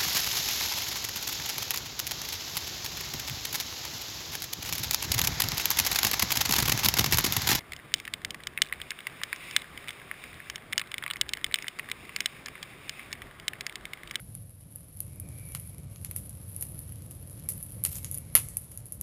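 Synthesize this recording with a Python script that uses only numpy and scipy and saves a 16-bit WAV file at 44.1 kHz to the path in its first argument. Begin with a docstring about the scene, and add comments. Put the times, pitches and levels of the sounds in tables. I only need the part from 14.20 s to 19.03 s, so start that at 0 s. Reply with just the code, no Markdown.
"""Bonfire in a yard

A tall wood fire burns in a grassy yard, a few metres from the microphone: filtered noise rumbles and roars.
Pockets of steam burst in the wood: sharp noise bursts and log modes, with trails and echoes off logs and trees.
Resin sizzles (random clicks over hiss), steam whistles (narrowing noise bands) and gas spurts (gated grains).
The microphone rings near 11 kHz, drawn into the treble spectra, so snaps sound glassy."""
import sys
import numpy as np
from scipy import signal
from scipy.fft import rfft, irfft, next_fast_len
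from scipy.io import wavfile
from scipy.ndimage import uniform_filter1d

SR = 44100
rng = np.random.default_rng(int(sys.argv[2]) if len(sys.argv) > 2 else 0)


def transcribe(u):
    """Save the signal u as a 16-bit wav file named by the first command-line argument.

    u: samples, shape (n,) or (channels, n), limited to [-1, 1]; the rate is SR.
    q: integer samples, one column per channel.
    """
    v = np.clip(np.atleast_2d(u).T, -1, 1)
    q = np.round(v * 32767).astype(np.int16)
    wavfile.write(sys.argv[1], SR, q)


N = 212914
TIME_S = np.arange(N) / SR

# draught of the flame column: (time [s], level [dB re full blaze])
DRAUGHT = [(0, -2), (.12, -2.5), (.3, -7.5), (.47, -5), (.72, -6), (.9, -1.5), (1.15, 1), (1.45, -1.5),
           (1.98, 0.5), (2.3, -1), (2.75, .5), (3.1, -0.5), (3.24, 2), (3.5, -0.5), (4.26, 2.5), (4.4, -3),
           (4.83, -2)]
# loud bursting pockets: (time [s], treble snap [dB], wooden knock [dB],
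# knock tilt from 1 to 8 kHz [dB/octave], trailing crackle [dB])
POPS = [(0.151, -34, -51.5, -3, -59), (0.5588, -34, -57.5, 1, -58), (0.8039, -26, -44.5, 4, -46),
        (0.999, -33.5, -59, 11, -50), (1.3495, -29.5, -32.5, -1, -49), (1.398, -38, -62, 12, -49),
        (1.7599, -48, -46.5, 2, -70), (1.8474, -31.5, -38.5, 2.5, -49), (1.9119, -32, -41.5, -3.5, -53),
        (1.9621, -26.5, -43, 3, -38.5), (2.0941, -37.5, -51, 12, -53), (2.3637, -31, -51, 5.5, -49),
        (2.4098, -32, -52, 15, -40), (2.4247, -27, -43, 3, -41), (2.591, -34.5, -62, 6, -48),
        (2.7225, -38, -59, 0, -56), (2.91, -39.5, -52, 5, -50), (3.2885, -23, -39, 7.5, -32.5),
        (3.3779, -39.5, -59, -4, -52), (3.4274, -32, -62, -1, -41), (3.638, -21, -44.5, -4, -35),
        (3.6505, -19, -26.5, 2, -39.5), (3.7551, -45, -35, 16, -62), (3.8453, -31.5, -34, 5.5, -46.5),
        (3.9133, -28, -43, 25, -41), (3.944, -29.5, -47, 16, -48), (3.9496, -34, -47, 19, -56),
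        (3.9754, -31, -55, -7, -58), (3.9831, -32, -60, 17, -48), (4.1522, -6.5, -17.5, -2, -20),
        (4.19, -32, -41, 1, -53), (4.2861, -35, -46, 12, -49), (4.3697, -22, -41.5, 18, -38.5),
        (4.516, -43, -54, 2, -53), (4.5744, -34.5, -47, 14, -53), (4.6566, -41.5, -59, 5, -48),
        (4.7224, -30, -48, 15, -44), (4.8116, -27.5, -40, 17, -47), (4.8219, -26, -40.5, -5, -42.5)]
# modes of a struck log: (frequency [Hz], decay [s], relative level [dB])
LOG_MODES = [(1230, 0.0011, -2), (2190, 0.00066, 6.5), (2840, 0.00063, 0)]
# knock echoes off the stone ring and the ground: (nominal delay [s], level [dB])
ECHOES = [(.0075, -27), (0.0223, -18)]
# boiling of the resin: (time [s], sizzle before the DISTANT filter [dB])
RESIN = [(0, -62), (.2, -63), (.44, -68.5), (.62, -62), (1.02, -66.5), (1.2, -57.5), (1.48, -57.5),
         (1.65, -71.5), (1.72, -59.5), (2.15, -63), (2.36, -54), (2.72, -62), (3.2, -62.5), (3.38, -60),
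         (3.85, -61), (4.3, -64.5), (4.43, -59.5), (4.83, -69)]
# gas from a freshly split log: (peak time [s], rise [s], level before the DISTANT filter [dB])
SPURTS = [(3.665, 0.025, -42), (3.755, 0.048, -44), (3.94, 0.083, -55.5)]
# steam through a crack: (start [s], length [s], pitch [Hz], start level [dB], end level [dB])
WHISTLES = [(0.89, 0.44, 2316, -73.5, -61), (1.36, 0.4, 2275, -70, -78), (3.25, .015, 2190, -58, -67),
            (3.544, 0.74, 2195, -72, -71)]
# relative spectra of each sound: (frequency [Hz], density [dB/Hz])
RUMBLE_SPECTRUM = [(20, -45), (32, -29), (45, -8), (60, -5.5), (92, 1.5), (135, -1.5), (190, -10),
                   (260, -27), (450, -46), (2000, -83)]
ROAR_SPECTRUM = [(40, -48), (120, -7.5), (280, 6), (400, -3), (580, -2), (800, -15.5), (1300, -17),
                 (2500, -47), (6000, -62), (14000, -83)]
SNAP_SPECTRUM = [(200, -63), (2000, -30), (6000, -29.5), (8600, -17.5), (9500, -6), (10300, 2.5),
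                 (11400, 0), (12200, -3.5), (12900, -6), (13600, -49), (16000, -46.5)]
KNOCK_SPECTRUM = [(60, -85), (250, -9.5), (340, -2.5), (470, -3.5), (800, -13.5), (1270, -1), (1650, -5.5),
                  (2050, -5), (2750, 0.5), (3800, -1.5), (5500, 0), (7000, 5), (9000, -6), (13000, -58),
                  (14000, -62)]
SIZZLE_SPECTRUM = [(500, -74), (3000, -55), (7500, -24), (8700, -20), (9400, -3.5), (10200, 5),
                   (11300, 5.5), (12200, -5), (12950, 0), (13400, -28), (14000, -32)]
HISS_SPECTRUM = [(200, -20), (500, 14.5), (900, 6), (1300, 3.5), (2500, 3), (4000, 1.5), (7000, -1.5),
                 (9000, 1.5), (13000, -2), (13800, -44)]
JET_SPECTRUM = [(100, -48), (400, -11), (1500, -18.5), (2400, -12.5), (4500, -12), (7000, -11.5),
                (8700, -5), (9800, 1), (12900, 4.5), (13700, -53)]
# filter that drops the very top and lifts all below: (frequency [Hz], gain [dB])
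DISTANT = [(12900, 8), (13500, -16), (14500, -37)]


def undb(db):
    """Decibels to gain."""
    return 10 ** (np.asarray(db) / 20)


def unit(x):
    """Scale to rms 1."""
    return x / np.sqrt(np.mean(x ** 2))


def curves(table):
    """Each column of a table at every sample."""
    s, *columns = np.transpose(table)
    return [np.interp(TIME_S, s, c) for c in columns]


def colour(x, points, tilt_db_per_octave=0):
    """Minimum-phase filter through (Hz, dB) points, tilted from 1 to 8 kHz."""
    size = next_fast_len(len(x) + 2048) // 2 * 2
    octave = np.log2(np.maximum(np.fft.rfftfreq(size, 1 / SR), 1))
    hz, db = np.transpose(points)
    gain_db = np.interp(octave, np.log2(hz), db)
    gain_db = gain_db + tilt_db_per_octave * np.clip(octave - np.log2(1000), 0, 3)
    # fold the cepstrum to make the filter causal
    cepstrum = irfft(np.log(undb(gain_db)))
    cepstrum[1:size // 2] *= 2
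    cepstrum[size // 2 + 1:] = 0
    return irfft(rfft(x, size) * np.exp(rfft(cepstrum)))[:len(x)]


def walk(rate_hz):
    """Slow random wander of rms 1."""
    hold = max(int(SR / rate_hz), 2)
    steps = np.repeat(rng.standard_normal(N // hold + 2), hold)
    return unit(uniform_filter1d(steps, hold)[:N])


def grains(size, rate_hz, spread_db):
    """Random clicks, most of them small and a few large."""
    chance = rng.random(size)
    strength = rng.exponential(size=size)
    sign = rng.choice([-1, 1], size)
    return (chance < rate_hz / SR) * sign * undb(spread_db * np.minimum(strength, 5))


def dose(x, db, length_s):
    """Give a burst the energy of a level held for so many seconds."""
    return x * undb(db) * np.sqrt(length_s * SR / np.sum(x ** 2))


def add(out, x, s):
    """Mix a burst in at a time."""
    i = max(int(s * SR), 0)
    out[i:i + len(x)] += x[:max(N - i, 0)]


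def flames(rumble_db=-43.5, roar_db=-59.5, roar_db_per_db=0.95, rumble_flutter_db=1.0, roar_flutter_db=1.7):
    """Turbulent gas: a fluttering low rumble under a softer roar, both growing with the draught."""
    draught_db, = curves(DRAUGHT)
    rumble = unit(colour(rng.standard_normal(N), RUMBLE_SPECTRUM))
    rumble *= undb(rumble_db + draught_db + rumble_flutter_db * walk(14))
    roar = unit(colour(rng.standard_normal(N), ROAR_SPECTRUM))
    roar *= undb(roar_db + roar_db_per_db * draught_db + roar_flutter_db * walk(18))
    return rumble + roar


def pops(rows, snap_s=0.00072, knock_s=0.00087, rise_s=0.00029, trail_s=0.022, linger_s=0.047, linger_db=-19):
    """Each pocket tears open in about a millisecond; splinters and log echoes trail it in like colour."""
    out = np.zeros(N)
    t = np.arange(SR // 3) / SR
    # the trail builds as the first echoes arrive, then dies fast and slow
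    build = 1 - np.exp(-(t / 0.0015) ** 2)
    trail_shape = build * (np.exp(-t / trail_s) + undb(linger_db) * np.exp(-t / linger_s))
    tear_shape = np.exp(-t / np.array([[snap_s], [knock_s]])) * (1 - np.exp(-t / rise_s))
    for s, snap_db, knock_db, tilt_db_per_octave, trail_db in rows:
        tear = rng.standard_normal((2, len(t))) * tear_shape
        tear[:, int(rise_s * SR)] += 1.6  # the first break is the hardest
        splinters = unit(grains(len(t), rate_hz=670, spread_db=2.0)) + 0.5 * rng.standard_normal(len(t))
        trail = colour(trail_shape * splinters, DISTANT)
        snap = dose(colour(tear[0], SNAP_SPECTRUM), snap_db, 0.003)
        knock = dose(wood(tear[1], tilt_db_per_octave), knock_db, 0.0013)
        snap_trail = dose(colour(trail, SNAP_SPECTRUM, 4.1), trail_db, 0.021)
        knock_trail = dose(wood(trail, tilt_db_per_octave), trail_db + knock_db - snap_db, 0.022)
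        add(out, snap + knock + snap_trail + knock_trail, s)
        # a pop that faces away has more trail for its snap, and more echo up to a cap
        facing_db = min(trail_db - snap_db + 21, 0)
        for delay_s, echo_db in ECHOES:
            add(out, knock * undb(echo_db + facing_db), s + delay_s * rng.uniform(0.98, 0.99))
    return out


def wood(x, tilt_db_per_octave, ring_db=-4):
    """A crack as the log passes it on: broadband, with a few quickly damped modes."""
    t = np.arange(SR // 50) / SR
    modes = sum(undb(db) * np.exp(-t / decay_s) * np.cos(2 * np.pi * hz * t) for hz, decay_s, db in LOG_MODES)
    crack = unit(colour(x, KNOCK_SPECTRUM, tilt_db_per_octave))
    ring = unit(signal.fftconvolve(x, modes)[:len(x)])
    # bright cracks are small splinters, which hardly move the log
    return crack + undb(ring_db - 0.6 * tilt_db_per_octave) * ring


def ticks(rate_hz=4.4, snap_mid_db=-45, snap_spread_db=5, knock_re_snap_db=-14, trail_re_snap_db=-15):
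    """Small pockets bursting at random, as rows like those of the loud pops."""
    rows = []
    for when, strength, knock, tilt in rng.random((int(rate_hz * N / SR), 4)):
        snap_db = snap_mid_db + snap_spread_db * (2 * strength - 1)
        knock_db = snap_db + knock_re_snap_db + 6 * (2 * knock - 1)
        rows.append((when * N / SR, snap_db, knock_db, 9 * tilt, snap_db + trail_re_snap_db))
    return rows


def embers(base_hiss_db=-70.5, hiss_db_per_draught_db=0.5, hiss_db_per_resin_db=0.32, surge_db=1.2):
    """Tiny bursts of resin in flurries over a soft hiss that follows the heat; levels before DISTANT."""
    (draught_db,), (sizzle_db,) = curves(DRAUGHT), curves(RESIN)
    resin_db = sizzle_db - sizzle_db.mean()
    hiss_db = base_hiss_db + hiss_db_per_draught_db * draught_db + hiss_db_per_resin_db * resin_db
    clicks = unit(grains(N, rate_hz=1500, spread_db=4.5))
    flurry = undb(2.0 * walk(55) + 1.15 * walk(200))
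    boiling = flurry * (clicks + 0.84 * rng.standard_normal(N))
    sizzle = unit(colour(boiling, SIZZLE_SPECTRUM)) * undb(sizzle_db + surge_db * walk(12))
    hiss = unit(colour(0.65 * clicks * flurry + rng.standard_normal(N), HISS_SPECTRUM)) * undb(hiss_db)
    return sizzle + hiss


def spurt(fall_db_per_s=240):
    """Wet gas sputters out of the split; each gush builds, then dies as its pressure is spent."""
    flow = np.zeros(N)
    for peak_s, rise_s, db in SPURTS:
        build = np.clip(1 + (TIME_S - peak_s) / rise_s, 0, 1)
        flow += build * undb(db - fall_db_per_s * np.maximum(TIME_S - peak_s, 0))
    drops = unit(grains(N, rate_hz=830, spread_db=2.8))
    sputter = (drops + 0.85 * rng.standard_normal(N)) * undb(3.0 * walk(150))
    return unit(colour(sputter, JET_SPECTRUM)) * flow


def whistle(breathy_hz=290, waver_hz=22, lock_db=-63, attack_s=0.01, release_s=0.028):
    """A steam jet rings a crack: a broad band gives way to a wavering tone as its level rises."""
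    out = np.zeros(N)
    for start_s, length_s, hz, start_db, end_db in WHISTLES:
        end_s = start_s + length_s
        attack = np.clip((TIME_S - start_s) / attack_s, 0, 1)
        gate = attack * np.exp(-np.maximum(TIME_S - end_s, 0) / release_s)
        db = np.interp(TIME_S, [start_s, end_s], [start_db, end_db])
        carrier = np.exp(2j * np.pi * np.cumsum(hz + waver_hz * walk(70)) / SR)
        jet = rng.standard_normal(N) + 1j * rng.standard_normal(N)
        band = signal.lfilter(*signal.butter(2, breathy_hz / 2, fs=SR), jet)
        broad = unit(np.real(carrier * band))
        tone = unit(carrier.real)
        tone_share = 1 / (1 + np.exp((lock_db - db) / 2))  # of the power
        out += (np.sqrt(1 - tone_share) * broad + np.sqrt(tone_share) * tone) * undb(db) * gate
    return out


def trees(x, t60_s=0.9, wet_db=-21):
    """The trunks round the yard scatter a faint, late echo, mostly treble; wet_db precedes both filters."""
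    t = np.arange(SR) / SR
    echo = rng.standard_normal(SR) * (1 - np.exp(-(t / 0.01) ** 2)) * np.exp(-np.log(1000) * t / t60_s)
    filter_points = [(1000, -8.0), (3000, -16.5), (9000, -2), (13000, -21.0), (14000, 8)]  # (Hz, dB)
    echo = colour(echo / np.linalg.norm(echo), filter_points)
    return signal.fftconvolve(x, echo)[:N] * undb(wet_db)


def scene():
    """The fire and its yard; embers, spurts and tree echoes pass through DISTANT."""
    burning = flames() + whistle()
    sizzling = embers() + spurt()
    cracks = pops(POPS + ticks())
    return (burning + cracks + colour(sizzling + trees(cracks), DISTANT))[None]


def record(dry):
    """Clip at full scale, then low-pass at 16 kHz."""
    low_pass = signal.ellip(8, 0.2, 70, 16000, fs=SR, output="sos")
    return signal.sosfilt(low_pass, np.clip(dry, -1, 1))


dry = scene()
out = record(dry)
transcribe(out)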